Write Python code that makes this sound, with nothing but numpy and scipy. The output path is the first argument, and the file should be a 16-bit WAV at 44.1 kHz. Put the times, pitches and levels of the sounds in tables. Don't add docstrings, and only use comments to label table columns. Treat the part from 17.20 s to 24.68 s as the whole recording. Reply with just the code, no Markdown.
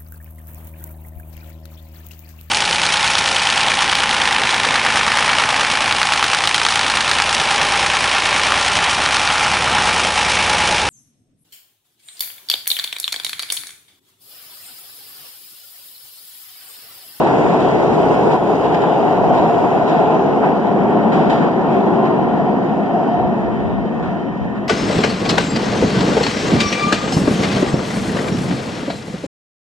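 import sys
import numpy as np
from scipy import signal
from scipy.fft import rfft, irfft, next_fast_len
from scipy.io import wavfile
from scipy.ndimage import uniform_filter1d, minimum_filter1d

SR = 44100
rng = np.random.default_rng(int(sys.argv[2]) if len(sys.argv) > 2 else 0)


def pcm_store(signal):
    levels = np.round(np.clip(np.atleast_2d(signal), -1, 1) * 32767)
    wavfile.write(sys.argv[1], SR, levels.astype(np.int16).T)


N = 329868
SIZE = next_fast_len(N)
TIME, FREQ = np.arange(N) / SR, np.fft.rfftfreq(SIZE, 1 / SR)
PASS_S, TUNNEL_S = 1.43, 4.44

def amp(db):
    return 10 ** (np.asarray(db) / 20)

def eq_curve(points):
    hz, value = np.transpose(points)
    return np.interp(np.log(FREQ + 1), np.log(hz), value)

def resonance(hz, width, f=FREQ):
    return 1 / (1 + (2 * (f - hz) / width) ** 2)

def waver(rate_hz):
    slow = irfft(rfft(rng.standard_normal(SIZE)) / (1 + (FREQ / rate_hz) ** 4), SIZE)[:N]
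    return slow / slow.std()

def swell(middle, length, t=TIME):
    return np.cos(np.pi * np.clip((t - middle) / length, -.5, .5))

def decay(age, t60):
    return np.exp(-np.log(1000) * age / t60)

def pitch_bend(sound, factor):
    place = np.cumsum(factor) / SR
    return np.array([np.interp(place, TIME, side) for side in sound])

# (frequency [Hz], share [0-1])
AXIAL_SHARE = [(40, 0.4), (130, 0.6), (210, 0.74), (300, 0.44), (430, 0.39), (600, 0.74), (800, 0.88),
               (1050, 0.98), (2100, 0.95), (4200, 0.94), (6300, 0.86), (9000, 0.6), (13000, 0.3)]
def port_correlation(port_delay_s=0.0004767):
    turns = FREQ * port_delay_s
    return np.clip(eq_curve(AXIAL_SHARE), 0, 1) * np.where(turns > .5, -np.cos(2 * np.pi * turns), 1)

# (frequency [Hz], left over right [dB])
BALANCE = [(100, 2), (700, 1), (1100, 0.7), (1600, -0.5), (5000, 0.5), (12000, 1)]
def noise(gain, correlation=None):
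    if correlation is None:
        correlation = port_correlation()
    a, b, c, d = rng.standard_normal((4, len(FREQ)))
    mid = np.sqrt((1 + correlation) / 2) * (a + 1j * b)
    side = np.sqrt((1 - correlation) / 2) * (c + 1j * d)
    pan = amp(eq_curve(BALANCE) / 2)
    spectra = np.array([(mid + side) * pan, (mid - side) / pan])
    return irfft(spectra * gain, SIZE)[:, :N] * np.sqrt(SR * SIZE) / 2

SPEED_M_PER_S = 11.94
def rolled(since_s, t=TIME):
    return SPEED_M_PER_S * np.maximum(t - since_s, 0)

def fade(near_db, platform_db_per_m, tunnel_db_per_m):
    inside = rolled(TUNNEL_S)
    return near_db - platform_db_per_m * (rolled(PASS_S) - inside) - tunnel_db_per_m * inside

def cars_behind(db_per_m=0.18):
    return db_per_m * SPEED_M_PER_S * np.maximum(PASS_S - TIME, 0)

def dulled(sound, share=1, near_db_per_oct=-1.9, far_db_per_oct=-5, reach_m=16):
    hz, t, bands = signal.stft(sound, SR, nperseg=512)
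    tilt = far_db_per_oct + (near_db_per_oct - far_db_per_oct) * np.exp(-rolled(PASS_S, t) / reach_m)
    octaves = np.log2(np.maximum(hz, 1000) / 3000)
    return signal.istft(bands * amp(share * tilt * octaves[:, None]), SR)[1][:, :N]

# (centre time [s], length [s], boost of the howl [dB])
ROUGH_RAIL = [(1.054, 0.62, 4), (1.67, 0.55, 3.5), (2.2, 0.92, 5), (2.815, 0.66, 4.5), (3.262, 0.098, 5),
              (4.005, 0.62, 2.5), (4.896, 0.69, 4), (5.507, 0.94, 3.5), (5.948, 0.66, 8), (6.36, 0.51, 3),
              (6.881, 0.41, 5)]
def roughness():
    return sum(db * swell(s, length) for s, length, db in ROUGH_RAIL)

# (frequency [Hz], level [dB])
ROAR_EQ = [(22, -53), (45, -19), (75, -17), (110, -11), (155, -0.5), (240, 0), (330, 2.5), (460, 1.5),
           (545, -1.0), (660, 0), (860, -3.5), (1000, -4), (1200, -14.5), (1480, -14.5), (2000, -55.5),
           (4000, -81)]
def wheel_roar(rough_share=0.26):
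    level = fade(-46, platform_db_per_m=0.014, tunnel_db_per_m=0.31)
    return noise(amp(eq_curve(ROAR_EQ))) * amp(level + cars_behind() + rough_share * roughness())

# (time [s], pitch [ratio])
DOPPLER = [(0, 0.99), (1.3, 0.99), (3.1, 0.98), (4.2, 0.92), (5.3, .84), (7.48, 0.84)]
def receding(sound):
    return pitch_bend(sound, np.interp(TIME, *np.transpose(DOPPLER)))

# (centre time [s], length [s], level [dB])
TRUCK_PASSES = [(1.0, 1.8, -38.5), (3.15, 1.6, -39.3), (4.6, 2.2, -42.5), (6.2, 0.96, -46)]
def truck_drone(hz=426, width=62):
    bed = amp(fade(-44, platform_db_per_m=0.039, tunnel_db_per_m=0.4))
    passes = sum(amp(db) * swell(s, length) for s, length, db in TRUCK_PASSES)
    return receding(noise(resonance(hz, width))) * np.hypot(bed, passes)

def rail_ring(modes):
    inside = rolled(TUNNEL_S)
    return sum(noise(resonance(hz, width)) * amp(db - loss * inside) for hz, width, db, loss in modes)

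# (frequency [Hz], width [Hz], level [dB], tunnel loss [dB/m])
HOWL_MODES = [(650, 45, -46.5, 0.36), (702, 60, -41.5, 0.35), (749.4, 52, -44.5, 0.42),
              (832, 147, -49, 0.6), (952, 90, -55, 0.3)]
def rail_howl(wander=0.00803):
    bend = wander * waver(rate_hz=5.01)
    return pitch_bend(rail_ring(HOWL_MODES), 1 + bend - bend.mean()) * amp(roughness())

def underframe_rumble(hz=80, width=36, db=-55.5):
    return noise(resonance(hz, width)) * swell(middle=0.93, length=2.4) * amp(db)

def motor_hum(hz=163, width=13, db=-42.5):
    return receding(noise(resonance(hz, width))) * swell(middle=1.7, length=7.0) * amp(db)

# (frequency [Hz], width [Hz], boost [dB])
WHEEL_MODES = [(3090, 93, 2.5), (3975, 340, 7.5), (4740, 230, 5), (5880, 120, 4)]
def through_wheels(eq):
    return amp(eq_curve(eq) + sum(db * resonance(hz, width) for hz, width, db in WHEEL_MODES))

def shimmer(sound, depth_db):
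    bands = signal.stft(sound, SR, nperseg=512)[2]
    patches = uniform_filter1d(rng.standard_normal(bands.shape[1:]), size=5, axis=0)
    patches = uniform_filter1d(patches, size=18, axis=1)
    return signal.istft(bands * amp(depth_db * patches / patches.std()), SR)[1][:, :N]

def hiss_fade():
    return fade(-73.5, platform_db_per_m=0.11, tunnel_db_per_m=0.18)

# (frequency [Hz], level [dB])
HISS_EQ = [(600, -17), (1500, 4), (1830, 8.5), (2150, 6), (2700, 3), (3300, -2.8), (4000, -9.5),
           (5000, -12.5), (6000, -11.5), (7500, -16.5), (9000, -22), (11500, -28), (13000, -39)]
def wheel_hiss(rough_share=0.19, flutter_db=0.5):
    level = hiss_fade() + cars_behind() + rough_share * roughness()
    sliding = shimmer(dulled(noise(through_wheels(HISS_EQ))), depth_db=1.3)
    return sliding * amp(level + flutter_db * waver(rate_hz=14))

# (frequency [Hz], level [dB])
STEEL_EQ = [(900, -2), (1400, 0.5), (1830, 11), (2200, 4.5), (3100, 2.5), (4800, -9.5), (7500, -13.5),
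            (9500, -25), (13000, -37)]
FITTINGS_HZ = [2800, 5200, 7300, 9800]
def rattle(per_s=30, attack_s=0.001, t60=0.048, trim_db=-9.5, spread_db=5.5, width_share=0.63):
    age = TIME[:SR // 4]
    burst = (1 - np.exp(-age / attack_s)) * decay(age, t60)
    chatter = np.zeros((2, N))
    for hz in FITTINGS_HZ:
        triggers = rng.random(N) < per_s / SR
        knocks = triggers * amp(spread_db * np.minimum(rng.exponential(1, N), 3))
        power = abs(signal.oaconvolve(knocks ** 2, burst ** 2)[:N])
        chatter += noise(through_wheels(STEEL_EQ) * resonance(hz, width_share * hz)) * np.sqrt(power)
    return dulled(chatter) * amp(hiss_fade() + trim_db)

# (centre time [s], length [s], frequency [Hz], width [Hz], level [dB])
SQUEALS = [(0.296, 3.1, 5880, 300, -84), (1.2, 0.91, 10100, 504, -90), (1.503, 0.23, 2880, 500, -72),
           (2.1, 2.8, 11800, 354, -101), (2.0, 0.67, 1010, 81, -52), (2.2, 0.16, 3980, 450, -74),
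           (2.4, 0.75, 5940, 3460, -90), (2.68, .12, 5550, 400, -81), (2.72, 0.32, 3900, 280, -72.5),
           (2.904, 0.18, 987, 59.5, -41.5), (3.0, 0.31, 6050, 600, -84), (3.2, 0.15, 10200, 3200, -105),
           (4.15, 0.65, 4750, 327, -82), (4.855, .25, 1050, 59.7, -44), (4.9, 1.85, 4030, 220, -84),
           (5.85, 0.45, 5750, 402, -89), (5.85, 0.48, 4860, 343, -88.5), (5.95, 0.3, 3800, 271.4, -82.5),
           (6.5, 0.27, 3750, 260, -80)]
def flange_squeals():
    f, t, bands = signal.stft(noise(1), SR, nperseg=1024)
    gain = sum(np.outer(resonance(hz, width, f), amp(db) * swell(s, length, t))
               for s, length, hz, width, db in SQUEALS)
    return signal.istft(bands * gain, SR)[1][:, :N]

# (frequency [Hz], level [dB])
THUD_EQ = [(60, -33), (130, -14.5), (260, 0), (700, 0.5), (1300, 0), (1800, -7.5), (3000, -21), (8000, -58)]
# (time [s], ring level [dB], thud level [dB], attack [s], 60 dB decay [s])
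JOINT_HITS = [(0.06, -83, -55.5, 0.0099, 0.56), (0.403, -82, -67, .003, .5), (0.88, -82, -66, .01, 1.1),
              (1.105, -74.5, -63, 0.0066, 0.6), (1.431, -75, -62, 0.011, 0.42), (1.519, -78, -62, .002, .1),
              (1.543, -70, -55, .0006, 0.05), (1.618, -74.5, -65, 0.0007, 0.13),
              (1.637, -83, -53, 0.0022, 0.074), (2.12, -78, -64.5, .008, 1.4),
              (2.17, -77.5, -68, .002, .25), (2.675, -75.5, -61.5, .005, 1.5), (3.22, -93, -53, .008, 0.32),
              (3.917, -74.5, -57, 0.003, 2.1), (4.097, -71.5, -58.5, 0.0007, 1.1),
              (4.21, -86, -54, 0.011, 0.51), (4.509, -79.5, -67.5, .012, 1.6),
              (4.849, -80, -61, 0.0058, 0.36), (5.165, -83, -68, .005, 0.6), (6.824, -84, -64, 0.0044, 1.1),
              (7.35, -86, -64.5, 0.0055, .3)]
def joint_clanks(crack=0.62, crack_s=0.024, clash_db=-0.6, crossover_hz=7600, top_life=0.45):
    ring_power, top_power, thud_power = np.zeros((3, N))
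    for s, ring_db, thud_db, attack_s, t60 in JOINT_HITS:
        age = np.maximum(TIME - s, 0)
        attack = 1 - np.exp(-age / attack_s)
        snap = crack * np.exp(-age / crack_s)
        tail = decay(age, t60)
        ring_power += (amp(ring_db) * attack * (snap + tail)) ** 2
        top_power += (amp(ring_db) * attack * (snap + tail ** (1 / top_life))) ** 2
        thud_power += (amp(thud_db) * attack * (snap + tail)) ** 2
    lowpass = 1 / (1 + (FREQ / crossover_hz) ** 8)
    ring = noise(through_wheels(STEEL_EQ) * np.sqrt(lowpass)) * np.sqrt(ring_power)
    top = noise(through_wheels(STEEL_EQ) * np.sqrt(1 - lowpass)) * np.sqrt(top_power)
    thud = noise(amp(eq_curve(THUD_EQ))) * np.sqrt(thud_power)
    return dulled(ring + top, share=0.44) * amp(clash_db) + thud

# (frequency [Hz], level over the hit's ring [dB], 60 dB decay [s])
WHEEL_PARTIALS = [(1384, 30, 0.7), (1712, 26.5, 0.61), (1809, 28, 1), (2369, 26, 0.55), (3090, 30.5, 0.35),
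                  (3670, 20, 0.54), (4797, 14.5, 0.5)]
def struck_wheels(detune=0.0046, attack_s=0.002):
    out, age = np.zeros((2, N)), TIME[:SR]
    attack = 1 - np.exp(-age / attack_s)
    for s, ring_db, *_ in JOINT_HITS:
        slot = out[:, round(s * SR):][:, :SR]
        for hz, db, t60 in WHEEL_PARTIALS:
            tuned_hz = hz * (1 + detune * rng.standard_normal())
            tone = np.sin(2 * np.pi * (tuned_hz * age + rng.random((2, 1))))
            slot += (tone * amp(ring_db + db) * attack * decay(age, t60))[:, :slot.shape[1]]
    return out

# (frequency [Hz], level [dB])
WIND_EQ = [(18, -50), (32, -24.5), (55, -3), (100, 1.5), (220, -0.5), (320, -11), (600, -30.5),
           (2000, -78.5)]
# (centre time [s], length [s], rms level [dB])
GUSTS = [(0.667, 0.12, -34.5), (1.797, 0.14, -33), (2.12, 0.37, -27), (3.12, 0.3, -40),
         (6.044, 0.25, -22.5), (6.268, 0.21, -26), (6.5, 0.46, -22.5), (6.883, 0.38, -28),
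         (7.24, 0.067, -22), (7.25, 0.55, -31)]
def buffeting(draught_db=-47, lumpy_db=3.5):
    air = noise(amp(eq_curve(WIND_EQ)), correlation=-0.83)
    draught = amp(draught_db + lumpy_db * waver(rate_hz=8))
    gusts = sum(amp(db) * swell(s, length) for s, length, db in GUSTS)
    return air / air.std() * np.hypot(draught, gusts)

def nearing_tunnel(start_s=2.28, build_s=1.58):
    return np.clip((TIME - start_s) / build_s, 0, 1)

# (frequency [Hz], level [dB])
BOOM_EQ = [(45, -37.5), (90, -30), (120, -15), (160, -4.5), (205, 2.5), (250, -1.5), (290, -4), (370, -7.5),
           (470, -14.5), (950, -32), (1200, -23), (3000, -79)]
def tunnel_boom(start_db=-52, build_db=12, loss_db_per_m=0.18):
    level = start_db + build_db * nearing_tunnel() - loss_db_per_m * rolled(TUNNEL_S)
    return noise(amp(eq_curve(BOOM_EQ))) * amp(level)

# (frequency [Hz], width [Hz], level [dB], tunnel loss [dB/m])
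SINGING_MODES = [(1824, 180, -64, 0), (3073, 75, -73.5, 0.0)]
def singing_rails():
    return nearing_tunnel() * rail_ring(SINGING_MODES)

def station_hum(hz=120, width=6, db=-48.0):
    return noise(resonance(hz, width)) * amp(db)

def scene(flutter_db=0.69):
    rolling = (wheel_roar() + truck_drone() + rail_howl()) * amp(flutter_db * waver(rate_hz=21))
    low_end = underframe_rumble() + motor_hum()
    steel = wheel_hiss() + rattle() + flange_squeals() + joint_clanks() + struck_wheels()
    return rolling + low_end + steel + buffeting() + tunnel_boom() + singing_rails() + station_hum()

# (time [s], depth [dB])
LEVEL_DIPS = [(1.166, 3.5), (3.376, 1.5), (4.292, 2)]
def record(dry, recover_s=0.11, ceiling=0.9, cutoff_hz=14200):
    dip_db = sum(depth * np.exp(-((TIME - s) / recover_s) ** 2) * (TIME > s) for s, depth in LEVEL_DIPS)
    dipped = dry * amp(-uniform_filter1d(dip_db, size=100))
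    safe_gain = np.minimum(1, ceiling / (abs(dipped).max(0) + 1e-9))
    limited = dipped * uniform_filter1d(minimum_filter1d(safe_gain, size=301), size=301)
    lowpass = signal.firwin(511, cutoff_hz, window=("kaiser", 9), fs=SR)
    return signal.oaconvolve(limited, lowpass[None], "same")

dry = scene()
out = record(dry)
pcm_store(out)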